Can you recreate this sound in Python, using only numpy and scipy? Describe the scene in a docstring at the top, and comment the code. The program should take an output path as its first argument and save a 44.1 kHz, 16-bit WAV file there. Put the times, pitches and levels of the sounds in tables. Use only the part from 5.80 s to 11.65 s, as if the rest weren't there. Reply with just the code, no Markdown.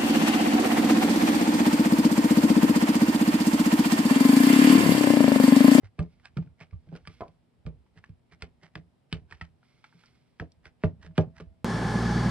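"""An ink pad in a plastic case is pressed again and again onto a plastic embossing folder on a craft table:
each contact strikes decaying sheet modes, with a felt rustle; each push rings table and case resonators.
The sticky felt peels with a crackle of random snaps; filtered grains make the sliding hiss.
Behind lie a noise murmur, a faint sine hum and, near the end, a thin tone of gently shifting pitch."""
import sys
import numpy as np
from scipy import signal
from scipy.fft import rfft, irfft, next_fast_len
from scipy.io import wavfile

SR = 44100
rng = np.random.default_rng(int(sys.argv[2]) if len(sys.argv) > 2 else 0)


def persist_wave(psi):
    """Save psi, clipped to +-1, as 16-bit WAV."""
    counts = np.round(np.clip(psi, -1, 1) * 32767).astype(np.int16)
    wavfile.write(sys.argv[1], SR, np.atleast_2d(counts).T)


N = 257779

# Contacts on the sheet. Each row: start in seconds, relative level in dB, brightness in dB,
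# pitch of the spot in Hz.
CLICK_ROWS = [(0.1911, -28.5, -13, 1200), (0.2286, -62.5, 12, 5160), (0.398, -55, -17, 1520),
              (0.4552, -37, -4, 1640), (0.5708, -30.5, -14.5, 1295), (0.625, -52, -21.5, 920),
              (0.6496, -66, -9.5, 1120), (0.673, -58.5, -24, 1340), (0.8097, -41.5, -27, 2380),
              (0.8226, -43.5, -19, 2500), (0.9094, -57, -13, 2150), (0.9308, -53, -31, 1080),
              (1.0884, -57, -11, 1460), (1.1522, -42, -15, 1410), (1.1623, -46, 2, 1690),
              (1.2528, -49, -21, 1520), (1.2733, -30, -7, 1410), (1.4075, -36.5, -21, 960),
              (1.4807, -56, 4, 982), (1.8639, -38, -11.5, 1210), (2.063, -65.5, -30, 902),
              (2.2399, -40.5, -22.5, 1650), (2.2926, -57.5, -7, 1100), (2.622, -26, -6.5, 2110),
              (2.9542, -28.5, -14.5, 1804), (3.3266, -20.5, -4, 3324), (3.339, -61, 12, 3490),
              (3.5109, -39.5, -10, 1430), (3.524, -34, -20, 1670), (3.612, -26.5, -23.5, 1900),
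              (3.8294, -56.5, -28, 1410), (4.0417, -37.5, -23, 2140), (4.126, -57, -35, 1710),
              (4.2365, -53.5, -34, 1490), (4.2588, -62.5, 17.5, 5400), (4.5978, -29.5, -27.5, 1930),
              (4.719, -67, 30.5, 902), (4.8546, -37.5, -15, 1990), (5.036, -25, -32, 1968),
              (5.3087, -61.5, -24, 929), (5.3786, -17.5, -13.5, 1240), (5.5999, -39, -29, 1154)]
# Pushes into the table top. Each row: start in seconds, board drive in dB, deep drive in dB,
# case knock drive in dB, contact time in ms.
PUSH_ROWS = [(0.029, -64.5, -45, -53.5, 15), (0.185, -25.5, -32, -37, 13.5), (0.199, -24, -36, -32, 22.3),
             (0.567, -24, -32.5, -40.5, 6), (.576, -18, -38, -39.5, 29.2), (.66, -46, -52, -59.5, 25),
             (0.81, -46.5, -58, -47.5, 4.6), (0.917, -41.5, -29.5, -56, 36.4), (1.07, -35.5, -64, -55, 44),
             (1.119, -31.5, -63, -41.5, 28), (1.154, -43, -60, -47, 2.7), (1.273, -42, -43.5, -51.5, 5.9),
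             (1.406, -53, -51, -33, 4.6), (1.418, -57, -66, -39, 12.1), (1.48, -54.5, -60, -61, 8),
             (1.852, -42.5, -30.5, -50.5, 5.56), (1.866, -31.5, -48, -41.5, 8.8),
             (2.158, -47.5, -54, -59.5, 26.2), (2.289, -41, -46.5, -59, 12), (2.515, -52, -58, -62, 29),
             (2.623, -41, -43.5, -43, 3.76), (2.826, -51, -64, -56, 25.5), (2.955, -39.5, -45.5, -44, 4.5),
             (2.975, -41, -55, -56, 28), (3.325, -26, -29.5, -34, 6.3), (3.509, -46.5, -46, -54, 36),
             (3.612, -41, -40, -56.5, 7.5), (4.139, -48.5, -78, -69, 25), (4.599, -37.5, -39.5, -43.5, 9),
             (4.617, -37, -53.5, -42, 16.6), (4.855, -54, -58.5, -58, 21), (5.037, -17.5, -26.5, -28, 7.1),
             (5.136, -60, -45.5, -69.5, 47), (5.245, -30.5, -68, -52, 94), (5.381, -11.5, -26.5, -19, 3.78),
             (5.599, -33.5, -43, -48.5, 45), (5.655, -62, -46.5, -65.5, 24)]
# Felt peeling off the ink. 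Each row: start in seconds, end in seconds, level in dB, pitch of the hollow in Hz.
PEEL_ROWS = [(0.042, 0.064, -57, 2110), (0.452, 0.458, -50.5, 1650), (0.808, 0.83, -52.5, 2220),
             (1.13, 1.176, -61, 1560), (2.176, 2.185, -56, 1980), (2.523, 2.538, -56, 2330),
             (2.832, 2.864, -54, 2150), (3.505, 3.537, -58, 1650), (4.854, 4.878, -56.5, 1900),
             (5.222, 5.264, -55.5, 1900), (5.565, 5.607, -53.5, 1900)]
# Folder and hands sliding over paper. Each row: start in seconds, end in seconds, hiss level in dB.
STROKE_ROWS = [(0.21, 0.398, -81), (0.995, 1.206, -85), (1.29, 1.4, -71.5), (2.14, 2.25, -90),
               (2.574, 2.673, -104), (3.856, 4.064, -75), (4.183, 4.257, -71.5), (4.298, 4.6, -86)]
# Track of the thin tone. Each row: time in seconds, pitch in Hz, level in dB rms.
TONE_TRACK = [(5.17, 634, -69), (5.4, 640, -73), (5.6, 658, -70), (5.84, 652, -85)]
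# Deepest table modes. Each row: nominal pitch in Hz, level in dB, undamped 60 dB decay in seconds.
DEEP_MODES = [(72.2, 1.5, 0.28), (83.54, 7.5, 0.18)]
# Table board modes. Each row: nominal pitch in Hz, level in dB, undamped 60 dB decay in seconds.
BOARD_MODES = [(134.2, -11.5, 0.21), (163, 0, 0.17), (140, -5, 0.075), (189, -19, 0.19),
               (233.4, -22.5, 0.25)]
# Plastic case modes. Each row: nominal pitch in Hz, level in dB, 60 dB decay in seconds.
CASE_MODES = [(257.7, -13, 0.23), (329.4, -8, 0.072), (422, -4.5, 0.044), (534, -11.5, 0.049),
              (443, -14.5, 0.058), (579, -8, 0.047), (640, -11.5, 0.084), (729, -8, 0.063),
              (800, -10.5, 0.043), (910, -12.5, 0.055), (991, -8.5, 0.092), (1024, -8, 0.038),
              (1152, -5, 0.07)]
# Plastic sheet modes. Each row: nominal pitch in Hz, level in dB, 60 dB decay in seconds.
SHEET_MODES = [(888, -5.5, 0.027), (1200, -5, 0.042), (1410, -2.5, 0.032), (1650, 3, 0.018),
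               (1900, -1.5, 0.016), (2150, 4, 0.012), (2458, 4, 0.018), (2913, -7.5, 0.022),
               (3150, 0, 0.015), (3700, 0, 0.0075), (4440, -3.5, 0.01), (4587, -8, 0.024),
               (5097, -3, 0.0097), (5640, -10.5, 0.0081), (7400, -14, 0.024), (8300, -8.5, 0.022),
               (9490, -20, 0.0045), (10700, -29.5, .01)]
# Whistles of the ridged sheet. Each row: pitch in Hz, level in dB, 60 dB decay in seconds.
WHISTLES = [(2150, -6, .014), (3350, -12, .014), (5500, -16, .008)]
# Colour of the felt. Each row: frequency in Hz, relative density in dB per Hz.
FELT_SPECTRUM = [(600, 2.5), (900, -6.5), (1300, -3), (1700, -4), (2100, -0.5), (2700, -1.5), (3400, -10.5),
                 (4500, -10), (5700, -11.5), (8000, -15.5), (10500, -25.5), (13000, -52)]
# Colour of plastic on paper. Each row: frequency in Hz, relative density in dB per Hz.
PAPER_SPECTRUM = [(700, -14.5), (1000, -9), (1400, -3), (1750, -10.5), (2150, -3), (2700, -6.5),
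                  (3400, -8.5), (4500, -6), (5700, -10), (8000, -13), (10500, -15), (13000, -23)]
# Colour of the room murmur. Each row: frequency in Hz, relative density in dB per Hz.
ROOM_SPECTRUM = [(28, -9.5), (50, 4), (80, -4.5), (140, 3.5), (240, -5), (330, -7), (550, -11),
                 (800, -12.5), (1200, -21.5), (2000, -24), (3300, -26.5), (5300, -33), (8300, -29),
                 (11000, -33), (14000, -29)]
# Left-right likeness of the murmur. Each row: frequency in Hz, likeness from 0 to 1.
LIKENESS = [(30, 0.48), (300, 0.26), (1000, 0.086), (4000, 0.3), (12000, .02)]
# Mains hum. Each row: pitch in Hz, mean level in dB rms.
HUM_ROWS = [(121, -76), (242, -78)]


def from_db(db):
    """Decibels to an amplitude factor."""
    return 10 ** (np.asarray(db) / 20)


def rms_one(x):
    """Scale to an rms of 1."""
    return x / np.sqrt(np.mean(x ** 2) + 1e-20)


def in_time(rows):
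    """Columns of a track, interpolated at every sample."""
    s, *columns = np.transpose(rows)
    return [np.interp(np.arange(N) / SR, s, c) for c in columns]


def at_hz(points, hz):
    """Value of a curve at hz, on a log frequency axis."""
    curve_hz, values = np.array(points).T[:2]
    return np.interp(np.log(hz), np.log(curve_hz), values)


def add(out, x, s):
    """Mix a short sound in at time s."""
    at = round(s * SR)
    out[..., at:at + x.shape[-1]] += x[..., :N - at]


def impulses(s, sizes):
    """Near-silence with one sample set at each time."""
    out = np.full(N, 1e-18)
    np.add.at(out, np.round(np.asarray(s) * SR).astype(int), sizes)
    return out


def drift(rate_hz):
    """Slow random signal of rms 1: noise through two equal poles, computed at SR / 40."""
    r = np.exp(-2 * np.pi * rate_hz * 40 / SR)
    noise = rng.standard_normal(N // 40 + 2002)
    slow = signal.lfilter([1], [1, -2 * r, r * r], noise)[2000:]
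    return np.interp(np.arange(N) / 40, np.arange(len(slow)), rms_one(slow))


def decay(x, t60_s):
    """Each sample of x starts an exponential decay."""
    return signal.lfilter([1], [1, -from_db(-60 / (t60_s * SR))], x)


def ring(x, hz, t60_s):
    """Two-pole resonator: a unit click starts a decaying sine of initial height 1."""
    r, w = from_db(-60 / (t60_s * SR)), 2 * np.pi * hz / SR
    return signal.lfilter([0, np.sin(w)], [1, -2 * r * np.cos(w), r * r], x)


def coloured(sources, spectrum, likeness=None):
    """Third-octave bank fed by two sources in turn; with likeness each source is a mid and a side row."""
    out, edges_hz = 0, 25 * 2 ** np.arange(0, 9.4, 1 / 3)
    for k, (low, high) in enumerate(zip(edges_hz, edges_hz[1:])):
        hz = np.sqrt(low * high)
        if hz < spectrum[0][0]:
            continue
        bandpass = signal.butter(2, [low, high], "band", fs=SR, output="sos")
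        band = signal.sosfilt(bandpass, sources[k % 2])
        if likeness:
            alike = np.clip(at_hz(likeness, hz), 0, 1)
            band = np.sqrt(1 + alike) * band[0] + np.sqrt(1 - alike) * band[1] * [[1], [-1]]
        out = out + from_db(at_hz(spectrum, hz)) * band
    return rms_one(out)


def grains(per_s, spread_db):
    """Two unrelated streams of tiny random snaps."""
    size_db = spread_db * np.minimum(rng.exponential(1, (2, N)), 4)
    sizes = from_db(size_db) * rng.choice([-1, 1], (2, N))
    return sizes * (rng.random((2, N)) < per_s / SR) + 1e-18


def placed(x, pan_db=0., extra_s=0.):
    """Stereo by level and lag: the left port hears x late; a negative pan favours the right."""
    lag_s = 0.00006 + extra_s
    n = np.arange(len(x))
    late = np.interp(n - lag_s * SR, n, x)
    return np.array([late * from_db(pan_db / 2), x * from_db(-pan_db / 2)])


def room_tone():
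    """Broad murmur of the house as coloured noise, a wavering mains hum and a thin gliding sine."""
    murmur = coloured(rng.standard_normal((2, 2, N)), ROOM_SPECTRUM, LIKENESS)
    out = from_db(-68 + 0.27 * drift(4.6)) * murmur
    t = np.arange(N) / SR
    for hz, rms_db in HUM_ROWS:
        out = out + np.sqrt(2) * from_db(rms_db + 0.92 * drift(3.6)) * np.sin(2 * np.pi * hz * t)
    hz, rms_db = in_time(TONE_TRACK)
    fade_in = np.clip((t - TONE_TRACK[0][0]) / 0.083, 0, 1)
    tone = np.sin(2 * np.pi * np.cumsum(hz) / SR)
    return out + np.sqrt(2) * fade_in * from_db(rms_db) * tone


def walls(x):
    """Room reflections: six feedback delays a side, duller on every round."""
    t60_s, cut_hz = 0.14, 3500
    size = next_fast_len(N + SR)
    w = 2 * np.pi * np.arange(size // 2 + 1) / size
    dull = 1 / (1 + 1j * w * SR / (2 * np.pi * cut_hz))
    out = np.zeros((2, len(w)), complex)
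    for k, lag_s in enumerate(rng.uniform(.009, 0.031, 12)):
        loop = from_db(-60 * lag_s / t60_s) * dull * np.exp(-1j * w * lag_s * SR)
        out[k % 2] += loop / (1 - loop) * (-1) ** (k // 2)
    return irfft(out * rfft(x, size), size)[:, :N]


def shake():
    """Slowly varying random force keeps the table's low modes stirring, most after a hard push."""
    rest_db, stir_db, stir_t60_s = -73, -28.5, 0.89
    force = rng.standard_normal(N) * from_db(4.6 * drift(3.6))
    stir = sum(from_db(db) * ring(force, hz, t60_s) for hz, db, t60_s in DEEP_MODES + BOARD_MODES)
    s, board_db, *_ = np.transpose(PUSH_ROWS)
    after = decay(impulses(s, from_db(board_db + stir_db)), stir_t60_s)
    return placed(rms_one(stir) * (after + from_db(rest_db)), -0.42)


def slide():
    """Plastic on paper hisses, grainy and uneven, with faint whistles from the ridged sheet."""
    rise_db_per_s, fall_db_per_s, fidget_db = 300, 128, -94
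    hiss = coloured(grains(6600, spread_db=4.5), PAPER_SPECTRUM)
    for hz, db, t60_s in WHISTLES:
        hiss = hiss + from_db(db) * rms_one(ring(rng.standard_normal(N), hz, t60_s))
    t = np.arange(N) / SR
    strokes = np.zeros(N)
    for start, end, db in STROKE_ROWS:
        loss_db = np.maximum(rise_db_per_s * (start - t), fall_db_per_s * (t - end)).clip(0)
        strokes += from_db(db - loss_db)
    return placed(hiss * (strokes + from_db(fidget_db)) * from_db(2.0 * drift(13)), -4.3)


def peels():
    """Ink threads snap in clumps; part of the crackle gathers in a hollow under the lifting pad."""
    rise_db_per_s, fall_db_per_s = 1005.8, 940
    clumps = from_db(2.9 * drift(120))
    crackle = coloured(grains(900, spread_db=4.0) * clumps, FELT_SPECTRUM)
    t, out = np.arange(N) / SR, np.zeros(N)
    for start, end, level_db, hollow_hz in PEEL_ROWS:
        span = slice(max(round((start - .05) * SR), 0), round((end + 0.17) * SR))
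        hollow = rms_one(ring(crackle[span], hollow_hz, .008))
        loss_db = np.maximum(rise_db_per_s * (start - t[span]), fall_db_per_s * (t[span] - end)).clip(0)
        out[span] += from_db(level_db - loss_db) * (0.67 * crackle[span] + 0.48 * hollow)
    return placed(out, -4.0)


def table_ring(push, t, board_db, deep_db, held, luck):
    """A push rocking at a mode's pitch makes the ring swell instead of cancelling."""
    sway = push * np.cos(2 * np.pi * BOARD_MODES[1][0] * t)
    out = np.zeros(len(t))
    for k, (hz, db, t60_s) in enumerate(BOARD_MODES):
        bent_hz = hz * (1 + 0.014 * luck[2, -1 - k])
        out += from_db(board_db + db + 1.5 * luck[0, k]) * ring(sway, bent_hz, t60_s * held)
    for k, (hz, db, t60_s) in enumerate(DEEP_MODES):
        bent_hz = hz * (1 + 0.1 * luck[1, -1 - k])
        deep_sway = push * np.cos(2 * np.pi * bent_hz * t)
        out += from_db(deep_db + db + 2.2 * luck[0, -1 - k]) * ring(deep_sway, bent_hz, t60_s * held)
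    return out


def thuds():
    """A soft push rings the table; the case rattles, most in the modes near where it is struck."""
    out, size = np.zeros((2, N)), SR // 2
    t = np.arange(size) / SR
    # after a sharp blow the hand settles once more
    sharp_under_ms, settle_s, settle_ms = 8, 0.085, 20
    settle_db = (-27, -23.5, -30.5)      # board, deep, case
    settles = [(s + settle_s, *np.add(levels, settle_db), settle_ms)
               for s, *levels, ms in PUSH_ROWS if ms < sharp_under_ms]
    pushes = PUSH_ROWS + settles
    chance = rng.standard_normal((len(pushes), 3, 24))
    shape = (len(pushes), size)
    rattles = rng.standard_normal(shape) * (rng.random(shape) < 350 / SR)
    for (s, board_db, deep_db, case_db, contact_ms), luck, rattle in zip(pushes, chance, rattles):
        # the more a blow catches the case rather than the board, the higher the knock
        knock_hz = 420 * 2 ** (.026 * (case_db - board_db + 10))
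        length = int(np.clip(contact_ms, 1, 90) * SR / 1000)
        held = 1.127 / (1 + contact_ms / 40)      # a hand that stays down damps the ring
        push = np.zeros(size)
        push[:length] = 2 * np.hanning(length) / np.hanning(length).sum()
        add(out, placed(table_ring(push, t, board_db, deep_db, held, luck), -0.73), s)
        front = 0.8 * rattle * from_db(-60 * t / 0.15)
        front[length // 4] += 1
        front = signal.lfilter([.15], [1, -.85], front)
        for k, (hz, db, t60_s) in enumerate(CASE_MODES):
            size_db = case_db + db - 15.9 * np.log2(hz / knock_hz) ** 2 + 2.0 * luck[0, 5 + k]
            knock = from_db(size_db) * ring(front, hz * (1 + 0.037 * luck[1, k]), t60_s)
            pan_db, extra_s = -.8 + 2.0 * luck[2, k], 0.0002 * luck[0, -3 - k % 2]
            add(out, placed(knock, pan_db, extra_s), s)
    return out


def felt_rustle():
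    """A faint noise swells just before each contact, then felt rustles on after it."""
    s, level_db, *_ = np.transpose(CLICK_ROWS)
    landings = impulses(s, from_db(-52.5 + 0.86 * (level_db + 28.5)))
    tail = decay(landings, .14)
    lead_in = from_db(-11) * decay(landings[::-1], .075)[::-1]
    rough = from_db(3.5 * drift(120)) * coloured(grains(4000, spread_db=6.0), FELT_SPECTRUM)
    return placed((tail + lead_in) * rough, -2.0)


def clicks():
    """The pad lands unevenly: a firm and three weaker contacts strike sheet modes, most near the spot's pitch."""
    hz, mode_db, t60_s = np.transpose(SHEET_MODES)
    out, t = np.zeros((2, N)), np.arange(SR // 16) / SR
    chance = rng.standard_normal((len(CLICK_ROWS), 6, len(SHEET_MODES)))
    lags_s = rng.uniform(0, .009, (len(CLICK_ROWS), 3))
    for (s, level_db, bright_db, spot_hz), luck, lag_s in zip(CLICK_ROWS, chance, lags_s):
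        bent_hz = hz * (1 + 0.047 * luck[0])      # fingers and pad bend the sheet differently each time
        tilt_db = (bright_db + 14.5) * 0.54 * np.log2(np.minimum(hz, 5500) / 2100)
        near_db = 9.9 * np.exp(-(np.log2(hz / spot_hz) / 0.15) ** 2)
        sizes = from_db(level_db + mode_db + tilt_db + near_db - 13.5 + 2 * luck[1])
        rings = np.sin(2 * np.pi * bent_hz[:, None] * t) * from_db(-60 * t / t60_s[:, None])
        sides = sizes * from_db(2 * luck[2] * [[1], [-1]])
        add(out, (sides * (-1) ** np.arange(len(hz))) @ rings, s)
        for strength, late_s in zip(luck[3:], lag_s):
            add(out, (0.15 * sides * strength) @ rings, s + .0004 + late_s)
    return np.array([placed(out[0], -1.6)[0], placed(out[1], -0.88)[1]])


def scene():
    """Near sounds with their wall reflections, over the stirring table and the room."""
    near = clicks() + felt_rustle() + thuds() + peels() + slide()
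    wet_db = -13.5
    return near + from_db(wet_db) * walls(near.mean(axis=0)) + shake() + room_tone()


def top_cut(x):
    """Nothing passes above the cut-off."""
    return signal.sosfilt(signal.butter(12, 12300, fs=SR, output="sos"), x)


def record(dry):
    """Two microphone ports lose bass unequally, then share a rumble cut, treble roll-off, step and dip."""
    bass_cut_hz = (82, 31.6)      # left, right
    rumble_cut_hz, top_hz = 37.4, 11400
    step_hz, step_db = 6400, -4.5
    dip_hz, dip_width_hz, dip_db = 6460, 780, -6
    ports = np.array([signal.sosfilt(signal.butter(2, hz, "high", fs=SR, output="sos"), x)
                      for hz, x in zip(bass_cut_hz, dry)])
    ports = signal.sosfilt(signal.butter(2, rumble_cut_hz, "high", fs=SR, output="sos"), ports)
    ports = signal.sosfilt(signal.butter(4, top_hz, fs=SR, output="sos"), ports)
    low = signal.sosfiltfilt(signal.butter(10, step_hz, fs=SR, output="sos"), ports)
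    ports = low + from_db(step_db) * (ports - low)
    edges_hz = [dip_hz - dip_width_hz / 2, dip_hz + dip_width_hz / 2]
    notched = signal.sosfilt(signal.butter(2, edges_hz, "bandstop", fs=SR, output="sos"), ports)
    ports = notched + from_db(dip_db) * (ports - notched)
    return top_cut(ports)


dry = scene()
out = record(dry)
persist_wave(out)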